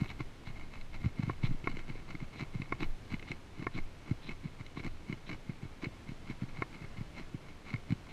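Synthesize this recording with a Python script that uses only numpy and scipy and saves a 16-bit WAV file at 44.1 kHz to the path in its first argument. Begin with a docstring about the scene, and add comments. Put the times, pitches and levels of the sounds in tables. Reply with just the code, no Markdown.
"""Horse on a forest trail

A horse walks up dirt and stone, heard from a camera in a plastic case on the rider. Impacts excite
damped modes: dull thuds on dirt, a few hard clops of hollow horn on bare rock. Sliding friction
scuffs the grit and rasps on stone, and flicked pebbles click. The case resonates with these clicks
near 2.2 kHz and rumbles as the rider sways; the forest air hisses faintly."""
import sys
import numpy as np
from scipy import signal
from scipy.fft import rfft, irfft
from scipy.io import wavfile
from scipy.ndimage import uniform_filter1d

SR = 44100
rng = np.random.default_rng(int(sys.argv[2]) if len(sys.argv) > 2 else 0)


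def waveform_to_disk(signal):
    """Save audio, clipped to [-1, 1], as 16-bit WAV at the path in sys.argv[1]."""
    frames = np.transpose(np.atleast_2d(signal))
    scaled = np.clip(frames, -1, 1) * 32767
    samples = np.round(scaled).astype(np.int16)
    wavfile.write(sys.argv[1], SR, samples)


N = 358091


def undb(db):
    """Amplitude ratio of a level in decibels."""
    return 10 ** (np.asarray(db) / 20)


def unit(x):
    """Normalisation to an rms of 1."""
    return x / np.sqrt(np.mean(x ** 2))


def add(out, start_s, sound):
    """Superposition: a sound adds to the mix from start_s on."""
    i = max(int(start_s * SR), 0)
    out[i:i + len(sound)] += sound[:max(N - i, 0)]


def colour(x, spectrum, size=8192):
    """Minimum-phase filtering by a spectrum of (frequency_hz, gain_db) points."""
    hz, db = np.transpose(spectrum)
    bins_hz = np.maximum(np.fft.rfftfreq(size, 1 / SR), 1)
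    magnitude = undb(np.interp(np.log(bins_hz), np.log(hz), db))
    cepstrum = irfft(np.log(magnitude))
    cepstrum[1:size // 2] *= 2  # folding the cepstrum makes the response causal
    cepstrum[size // 2 + 1:] = 0
    return signal.fftconvolve(x, irfft(np.exp(rfft(cepstrum))))[:len(x)]


def wander(rate_hz):
    """Random modulation: smoothed random steps with an rms of 1."""
    hold = int(SR / rate_hz)
    steps = np.repeat(rng.standard_normal(N // hold + 1), hold)
    return unit(uniform_filter1d(uniform_filter1d(steps, hold), hold)[:N])


def grains(per_s, spread_db):
    """Shot noise: independent impulses, most small and a few large."""
    size = undb(spread_db * np.minimum(rng.exponential(size=N), 4))
    return (rng.random(N) < per_s / SR) * size * rng.standard_normal(N)


def envelope(pulses):
    """Incoherent addition: Gaussian pulses (middle_s, length_s, level_db) sum in power."""
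    power = np.zeros(N)
    for middle_s, length_s, db in pulses:
        start_s = middle_s - 2 * length_s
        t = np.arange(max(start_s, 0), middle_s + 2 * length_s, 1 / SR)
        add(power, start_s, undb(db) ** 2 * np.exp(-(2 * (t - middle_s) / length_s) ** 2))
    return np.sqrt(power)


# Resonances of the plastic case: centre_hz, bandwidth_hz, boost_db
CASE_MODES = [(1074, 87, 2.5), (1380, 23, 6), (2130, 90, 13.5), (2240, 146, 11.5), (2600, 70, 11),
              (2947, 45, 13), (4060, 200, 14), (4600, 61, 6.5), (5510, 110, 7.5), (6300, 450, 8),
              (7570, 130, 13)]
def case_ring(x, share=1):
    """Resonance: the case amplifies narrow bands and lets them ring on."""
    for hz, bandwidth_hz, boost_db in CASE_MODES:
        resonator = signal.iirpeak(hz, hz / bandwidth_hz, fs=SR)
        x = x + (undb(boost_db * share) - 1) * signal.lfilter(*resonator, x)
    return x


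# Spectrum of the forest air: frequency_hz, gain_db
AIR_SPECTRUM = [(20, 0.5), (70, 2.5), (125, 1), (200, -3), (300, -4.5), (520, -11), (1100, -15),
                (1700, -17.5), (2200, -18.5), (3200, -21), (4300, -25), (6500, -30.5), (10000, -36.5),
                (15000, -48)]
def forest_air(level_db=-52.5):
    """Broadband noise: a smooth distant hiss whose level drifts slightly."""
    hiss = case_ring(colour(rng.standard_normal(N), AIR_SPECTRUM), share=0.1)
    return undb(level_db + 0.5 * wander(3.08)) * unit(hiss)


# Spectrum of colliding sand grains: frequency_hz, gain_db
GRIT_SPECTRUM = [(250, -34), (600, 4.5), (1100, 6), (1700, 0), (2400, -5.5), (3300, -10.5), (4500, -13),
                 (7000, -24.5), (9500, -33), (15000, -43)]
def sand_trickle(level_db=-69):
    """Granular noise: loose sand keeps settling in tiny collisions."""
    trickle = case_ring(colour(grains(per_s=330, spread_db=3), GRIT_SPECTRUM), share=0.75)
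    return undb(level_db + 0.84 * wander(5.25)) * unit(trickle)


USUAL_WEIGHT_DB, USUAL_GRIT_DB = -27, -54  # reference levels of an ordinary step
# Spectrum of the shaken camera: frequency_hz, gain_db
RUMBLE_SPECTRUM = [(6, -38), (14, 14), (24, -9.5), (40, -17), (65, -17.5), (110, -18), (300, -69)]
# Strength of the rider's sway: time_s, level_db
SWAY_LEVELS = [(0, -39), (0.25, -48.5), (0.9, -40.5), (1.2, -49), (1.6, -42.5), (2.4, -49.5), (2.9, -41.5),
               (3.5, -51.5), (3.9, -46), (4.9, -50.5), (6.1, -52), (8.12, -51)]
def rider_sway(gain_db=-2, lurch_db=2.5, lag_s=0.046, lurch_s=0.099):
    """Structure-borne sound: rocking shakes the camera, and each hoof slip adds a jolt just after."""
    lurch = envelope([(middle_s + lag_s, lurch_s, grit_db - USUAL_GRIT_DB + lurch_db)
                      for middle_s, _, grit_db, _ in slips()])
    rocking = undb(np.interp(np.arange(N) / SR, *np.transpose(SWAY_LEVELS)) + gain_db)
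    rumble = unit(colour(rng.standard_normal(N), RUMBLE_SPECTRUM))
    return rocking * np.hypot(1, lurch) * rumble


# Spectrum of a hoof rim on sandy stone: frequency_hz, gain_db
RASP_SPECTRUM = [(800, -37), (2200, -1), (3300, -7), (3850, -2), (4100, -0.5), (4450, -23), (5200, -18),
                 (8000, -42), (15000, -54)]
# Rims grazing stone as the hooves reach forward: middle_s, level_db
RIM_RASPS = [(0.1, -55), (0.48, -58), (1.455, -48), (2.39, -55), (2.82, -52), (3.295, -57), (3.755, -55),
             (4.24, -57), (4.279, -55.5), (4.787, -54.5), (5.28, -56), (5.83, -63), (7.672, -63),
             (7.71, -66), (8.104, -58.5)]
def rim_rasps(length_s=0.026, gain_db=1):
    """Stick-slip friction: the rim catches finely and densely on stone, with a thin, high ring."""
    loudness = envelope([(middle_s, length_s, db + gain_db) for middle_s, db in RIM_RASPS])
    return loudness * unit(colour(grains(per_s=2200, spread_db=1.5), RASP_SPECTRUM))


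def tilted(touch_offset_s):
    """Temporal fusion: a landing counts as two touches only if they are over 5 ms apart."""
    return abs(touch_offset_s) > 0.005


# Hooves dragging through grit between landings: middle_s, length_s, grit_db
HOOF_DRAGS = [(0.113, 0.031, -50), (0.597, 0.071, -55.5), (0.753, 0.054, -54.5), (1.453, .034, -46.5),
              (1.697, .057, -52), (1.786, 0.054, -54), (2.106, .035, -49), (2.355, .034, -53),
              (2.678, .15, -59), (4.089, .035, -57.5), (4.283, 0.065, -59), (5.847, 0.025, -48),
              (6.493, 0.0199, -58), (6.756, 0.057, -59.5), (7.487, .05, -62.5), (7.69, .05, -52.5),
              (8.11, 0.028, -58.5)]
def slips(drag_weight_db=-35.5, split_share=0.56, lead_s=0.001):
    """Sliding contact in every drag and landing, as rows of middle_s, length_s, grit_db, weight_db."""
    rows = [(*drag, drag_weight_db) for drag in HOOF_DRAGS]
    for time_s, weight_db, _, _, touch_offset_s, slide_s, grit_db in DIRT_LANDINGS:
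        if tilted(touch_offset_s):  # two shorter spurts, one at each touch
            for touch_s in (time_s, time_s + touch_offset_s):
                rows.append((touch_s - lead_s, split_share * slide_s, grit_db, weight_db))
        else:
            rows.append((time_s - lead_s, slide_s, grit_db, weight_db))
    return np.array(rows)


# Spectrum of crunching soil: frequency_hz, gain_db
SOIL_SPECTRUM = [(40, -28), (90, -8.5), (140, 9), (210, 2.5), (310, 1.5), (450, -14), (800, -42),
                 (2000, -50.5)]
def scuffs(sand_gain_db=2, usual_soil_db=-48):
    """Granular friction: sand crackles under a sliding hoof; the soil below crunches more with load."""
    middle_s, length_s, grit_db, weight_db = slips().T
    soil_db = usual_soil_db + 0.73 * (grit_db - USUAL_GRIT_DB) + 0.39 * (weight_db - USUAL_WEIGHT_DB)
    sand = case_ring(colour(grains(per_s=1000, spread_db=2), GRIT_SPECTRUM))
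    sand *= undb(1.97 * wander(160))  # the level flickers
    soil = colour(grains(per_s=1500, spread_db=5), SOIL_SPECTRUM)
    sand_envelope = envelope(np.c_[middle_s, length_s, grit_db + sand_gain_db])
    soil_envelope = envelope(np.c_[middle_s, length_s, soil_db])
    return sand_envelope * unit(sand) + soil_envelope * unit(soil)


# Spectrum of colliding pebbles: frequency_hz, gain_db
PEBBLE_SPECTRUM = [(150, -16.5), (350, 20.5), (650, 2.5), (1200, 5.5), (2100, 3), (3200, -2), (4500, -9),
                   (7000, -20.5), (9500, -26), (15000, -48)]
# Pebbles flicked by the hooves: start_s, level_db, brightness_db
PEBBLE_CLICKS = [(0.0595, -35, -18), (0.2055, -33.5, -23), (0.8126, -37, -8), (1.0416, -36, -23),
                 (1.233, -42, 3), (1.4363, -34, -9), (1.642, -32, -26), (1.6997, -40, -5),
                 (1.7696, -32, -12), (1.7923, -30, -13), (1.8993, -36.5, -24), (2.1516, -34, -17),
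                 (2.6195, -28.5, -16), (2.8312, -25.5, -11), (3.142, -28, -22), (3.196, -36.5, -19),
                 (3.2265, -33, -17), (3.3163, -27, -14), (3.6256, -34, -32), (3.7874, -32, -25),
                 (4.292, -30.5, -14), (4.6644, -37.5, 0), (4.7729, -43, -15), (4.797, -33, -30),
                 (4.847, -33, -1), (4.8655, -33, -12), (4.8775, -39, -19), (5.1262, -31, -15),
                 (5.2922, -37, -9), (5.3146, -33, -17), (5.3302, -32.5, -19), (5.4953, -38, -28),
                 (5.8478, -31, -28), (5.8564, -32, -41), (6.3004, -37.5, -13), (6.8244, -37.5, -16),
                 (6.8473, -38.5, -26), (7.197, -34.5, -27), (7.739, -37, -1), (7.7601, -35, -13),
                 (7.922, -32, -16)]
def pebbles(crackle=0.2, crackle_s=0.0018, gain_db=-2, neutral_db=-12):
    """Impulse excitation: a pebble's sharp contact and brief crackle set the case ringing."""
    out = np.zeros(N)
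    t = np.arange(2048) / SR
    for start_s, level_db, brightness_db in PEBBLE_CLICKS:
        contact = (t == 0) + crackle * rng.standard_normal(len(t)) * np.exp(-t / crackle_s)
        crack = colour(contact, PEBBLE_SPECTRUM)
        treble_db = 0.76 * (brightness_db - neutral_db)
        click = case_ring(colour(crack, [(2400, 0), (3800, treble_db)]))
        add(out, start_s, undb(level_db + gain_db) * click / np.abs(click).max())
    return out


def cushioned_mode(hz, ring_s, sag=0, size=4000):
    """Soft excitation: a mode swells for a tenth of ring_s, then fades; sag lowers its pitch."""
    t = np.arange(size) / SR
    age = 10 * t / ring_s
    pitch_hz = hz * (1 - sag * (1 - np.exp(-age / 2)))
    return np.sin(2 * np.pi * np.cumsum(pitch_hz) / SR) * age * np.exp(1 - age)


def thud(pitch_hz, hardness_db):
    """Contact stiffness: harder ground shortens the thud and makes its upper mode higher and stronger."""
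    stretch = 2 ** (-hardness_db / 66)
    upper_hz = 305 * 2 ** (hardness_db / 54) * np.exp(0.1 * rng.standard_normal())
    low = cushioned_mode(pitch_hz, ring_s=0.0261 * stretch, sag=0.12)
    upper = cushioned_mode(upper_hz, ring_s=0.0183 * stretch)
    body = low - undb(hardness_db + 3) * upper
    return body / np.abs(body).max()


# Landings on packed dirt; a tilted hoof also touches before (-) or after (+) it takes the weight:
# time_s, weight_db, pitch_hz, hardness_db, touch_offset_s, slide_s, grit_db
DIRT_LANDINGS = [(0.018, -17, 161, -14, 0, 0.057, -47), (0.205, -27.5, 128, -9, 0.0063, 0.03, -48.5),
                 (0.499, -35, 130, -21, -.026, 0.044, -52), (0.952, -42, 106, -2, 0.0033, .026, -49),
                 (1.06, -15.5, 107, -20.5, -.016, 0.081, -54), (1.194, -20, 149.3, -8.5, 0, 0.054, -55),
                 (1.233, -23, 152, -22, 0, 0.0084, -45), (1.277, -23.5, 137, -9.5, 0.021, 0.08, -54.5),
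                 (1.438, -18.5, 133, -15, 0, 0.0089, -49), (1.509, -24.5, 149, -13, -0.017, 0.078, -58),
                 (1.546, -32, 148, -1, 0, .02, -73), (1.639, -34.5, 133, -16, 0, .02, -68),
                 (1.74, -31.5, 151, -9, 0, 0.034, -68), (1.901, -28, 123, -6, 0, .03, -52),
                 (1.956, -26.5, 165, 23, -0.0024, 0.1, -59), (2.153, -30, 148, 1.5, -0.0062, .02, -66),
                 (2.226, -28.5, 134, -9, -0.007, 0.054, -57.5),
                 (2.425, -27.5, 133, -2.5, -.018, 0.056, -49), (2.553, -27, 133, -30, 0, .02, -55),
                 (2.598, -26, 131, -5.5, 0.02, 0.072, -69), (2.826, -20, 163, 4, 0, 0.039, -45),
                 (3.14, -24, 150, -7, -.02, .04, -50.5), (3.306, -29.5, 129.6, -4, 0, 0.053, -51),
                 (3.623, -28.5, 168, -0.5, -.029, .07, -54), (3.784, -24.5, 148.5, 2.5, -.023, 0.038, -47),
                 (4.112, -16, 118.7, -8.5, 0, 0.023, -53.5), (4.288, -29.5, 128.2, 0, .03, .04, -51),
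                 (4.455, -28.5, 153, -12.5, 0, .04, -56.5), (4.603, -34, 124, -14, 0.0068, .03, -57.5),
                 (4.774, -31, 153.7, -6, .026, 0.025, -49.5), (4.85, -27, 160, 2, .018, .035, -46.5),
                 (5.097, -25, 176.2, -6, .03, 0.052, -56.5), (5.333, -30, 143.2, 0, -0.028, 0.052, -49),
                 (5.493, -26, 155, -10, 0, .04, -60.5), (5.631, -28.5, 138, -8, 0.021, .03, -56.5),
                 (5.835, -24.5, 150.6, 12.5, 0, 0.022, -54), (5.868, -26, 133.6, -7, 0, .02, -62),
                 (6.091, -30, 153, -8, 0.027, .035, -58), (6.299, -28, 137, 1.5, 0, .04, -49.5),
                 (6.42, -25, 151.7, -9, 0.015, .03, -57), (6.588, -32.5, 123, -24, 0, 0.056, -55),
                 (6.844, -32.5, 140, -0.5, -0.026, .04, -56),
                 (7.011, -29, 130, -18.5, -0.028, 0.037, -57.5), (7.197, -31, 190, 12, 0, 0.052, -50.5),
                 (7.345, -25, 147, -8, 0, 0.019, -61), (7.738, -25, 145, -13, 0.0071, 0.024, -54),
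                 (7.923, -17.5, 156, -9.5, -.018, .035, -55)]
def hoof_thuds(lead_s=0.0015, touch_pitch_ratio=0.85):
    """Damped impact: each contact with dirt gives a dull thud; the extra touch is lower in pitch."""
    out = np.zeros(N)
    for time_s, weight_db, pitch_hz, hardness_db, touch_offset_s, _, _ in DIRT_LANDINGS:
        add(out, time_s - lead_s, undb(weight_db) * thud(pitch_hz, hardness_db))
        if tilted(touch_offset_s):
            touch_db = USUAL_WEIGHT_DB - 1.5 + 0.69 * (weight_db - USUAL_WEIGHT_DB)
            touch = thud(pitch_hz * touch_pitch_ratio, hardness_db)
            add(out, time_s + touch_offset_s - lead_s, undb(touch_db) * touch)
    return colour(out, [(20, -36.5), (60, -8), (110, -0.5), (330, -3.5), (480, -18), (2000, -11.5)])


def struck_mode(hz, t60_s, rise_s, size=6000):
    """Free vibration: a sine builds up quickly and decays exponentially."""
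    t = np.arange(size) / SR
    build_up = 1 - np.exp(-t / rise_s)
    return np.sin(2 * np.pi * hz * t) * build_up * np.exp(-np.log(1000) * t / t60_s)


# Modes of a hoof on rock: pitch_hz, t60_s, level_db, rise_s
HOOF_MODES = [(130, 0.12, -14, 0.0018), (340, 0.014, 4, 0.00033), (682, 0.024, -5.5, 0.0018),
              (950, 0.0029, -38, 0.00022), (1085, 0.031, -1, 0.00059), (1349, 0.016, -1.5, 0.0011),
              (1740, 0.021, -7.5, 0.0045), (1810, 0.066, -23, 0.00025), (2169, 0.02, 0.5, 0.003),
              (2270, 0.021, -12, 0.0048), (2550, 0.017, -17, 0.002), (3750, 0.017, -15, 0.0095),
              (4730, 0.011, -28, 0.00092), (6100, 0.013, -34, 0.0014)]
# Hooves striking bare rock: start_s, peak_db, brightness_db, hoof_wall_db
ROCK_STRIKES = [(0.2034, -31.5, -5, 4), (1.2963, -23, -5.5, 6), (1.6725, -18.5, 7.5, -3),
                (2.723, -19, 6, -3.5), (3.6676, -20.5, 4.5, 4), (4.7715, -34.5, -18, -11),
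                (5.8337, -41, -11, -6), (6.621, -19.5, 6.5, 0.5), (7.7392, -27.5, 18, -1)]
def hoof_clops(detune=0.003, scatter_db=0.3):
    """Modal superposition: the hollow horn rings briefly on rock, a little differently each time."""
    out = np.zeros(N)
    for start_s, peak_db, brightness_db, hoof_wall_db in ROCK_STRIKES:
        ring = 0
        for hz, t60_s, mode_db, rise_s in HOOF_MODES:
            tuning, force = rng.standard_normal(2)
            upper = np.clip(np.log2(hz / 1070), 0, 1)  # a harder blow favours the upper modes
            wall = 1450 < hz < 1980  # the point of contact decides how much these modes speak
            gain = undb(mode_db + scatter_db * force + brightness_db * upper + hoof_wall_db * wall)
            ring = ring + gain * struck_mode(hz * (1 + detune * tuning), t60_s, rise_s)
        add(out, start_s, undb(peak_db) * ring / np.abs(ring).max())
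    return out


def scene(width_db=-37, hiss_db=-81):
    """Mid-side stereo: a very faint smeared copy of the sound and a trace of hiss give slight width."""
    hooves = hoof_thuds() + hoof_clops() + pebbles() + scuffs() + rim_rasps()
    mid = hooves + rider_sway() + forest_air() + sand_trickle()
    smear = rng.standard_normal(1024) * np.linspace(1, 0, 1024)
    width = signal.fftconvolve(mid, smear / np.linalg.norm(smear))[:N]
    width = colour(width, [(30, -24), (120, -27), (250, -8), (500, -34),
                           (1000, -2), (2000, 4), (4000, 10), (9000, 12)])
    hiss = colour(rng.standard_normal(N),
                  [(100, 26.5), (400, 12.5), (1000, 7), (4000, 1.5), (8000, -9.5), (15000, -14)])
    side = undb(width_db) * width + undb(hiss_db) * unit(hiss)
    return np.array([mid + side, mid - side])


def record(dry, cutoff_hz=15050):
    """Band limiting: the camera's steep low-pass filter removes the highest treble."""
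    return signal.sosfilt(signal.ellip(10, 0.2, 70, cutoff_hz, fs=SR, output="sos"), dry)


dry = scene()
out = record(dry)
waveform_to_disk(out)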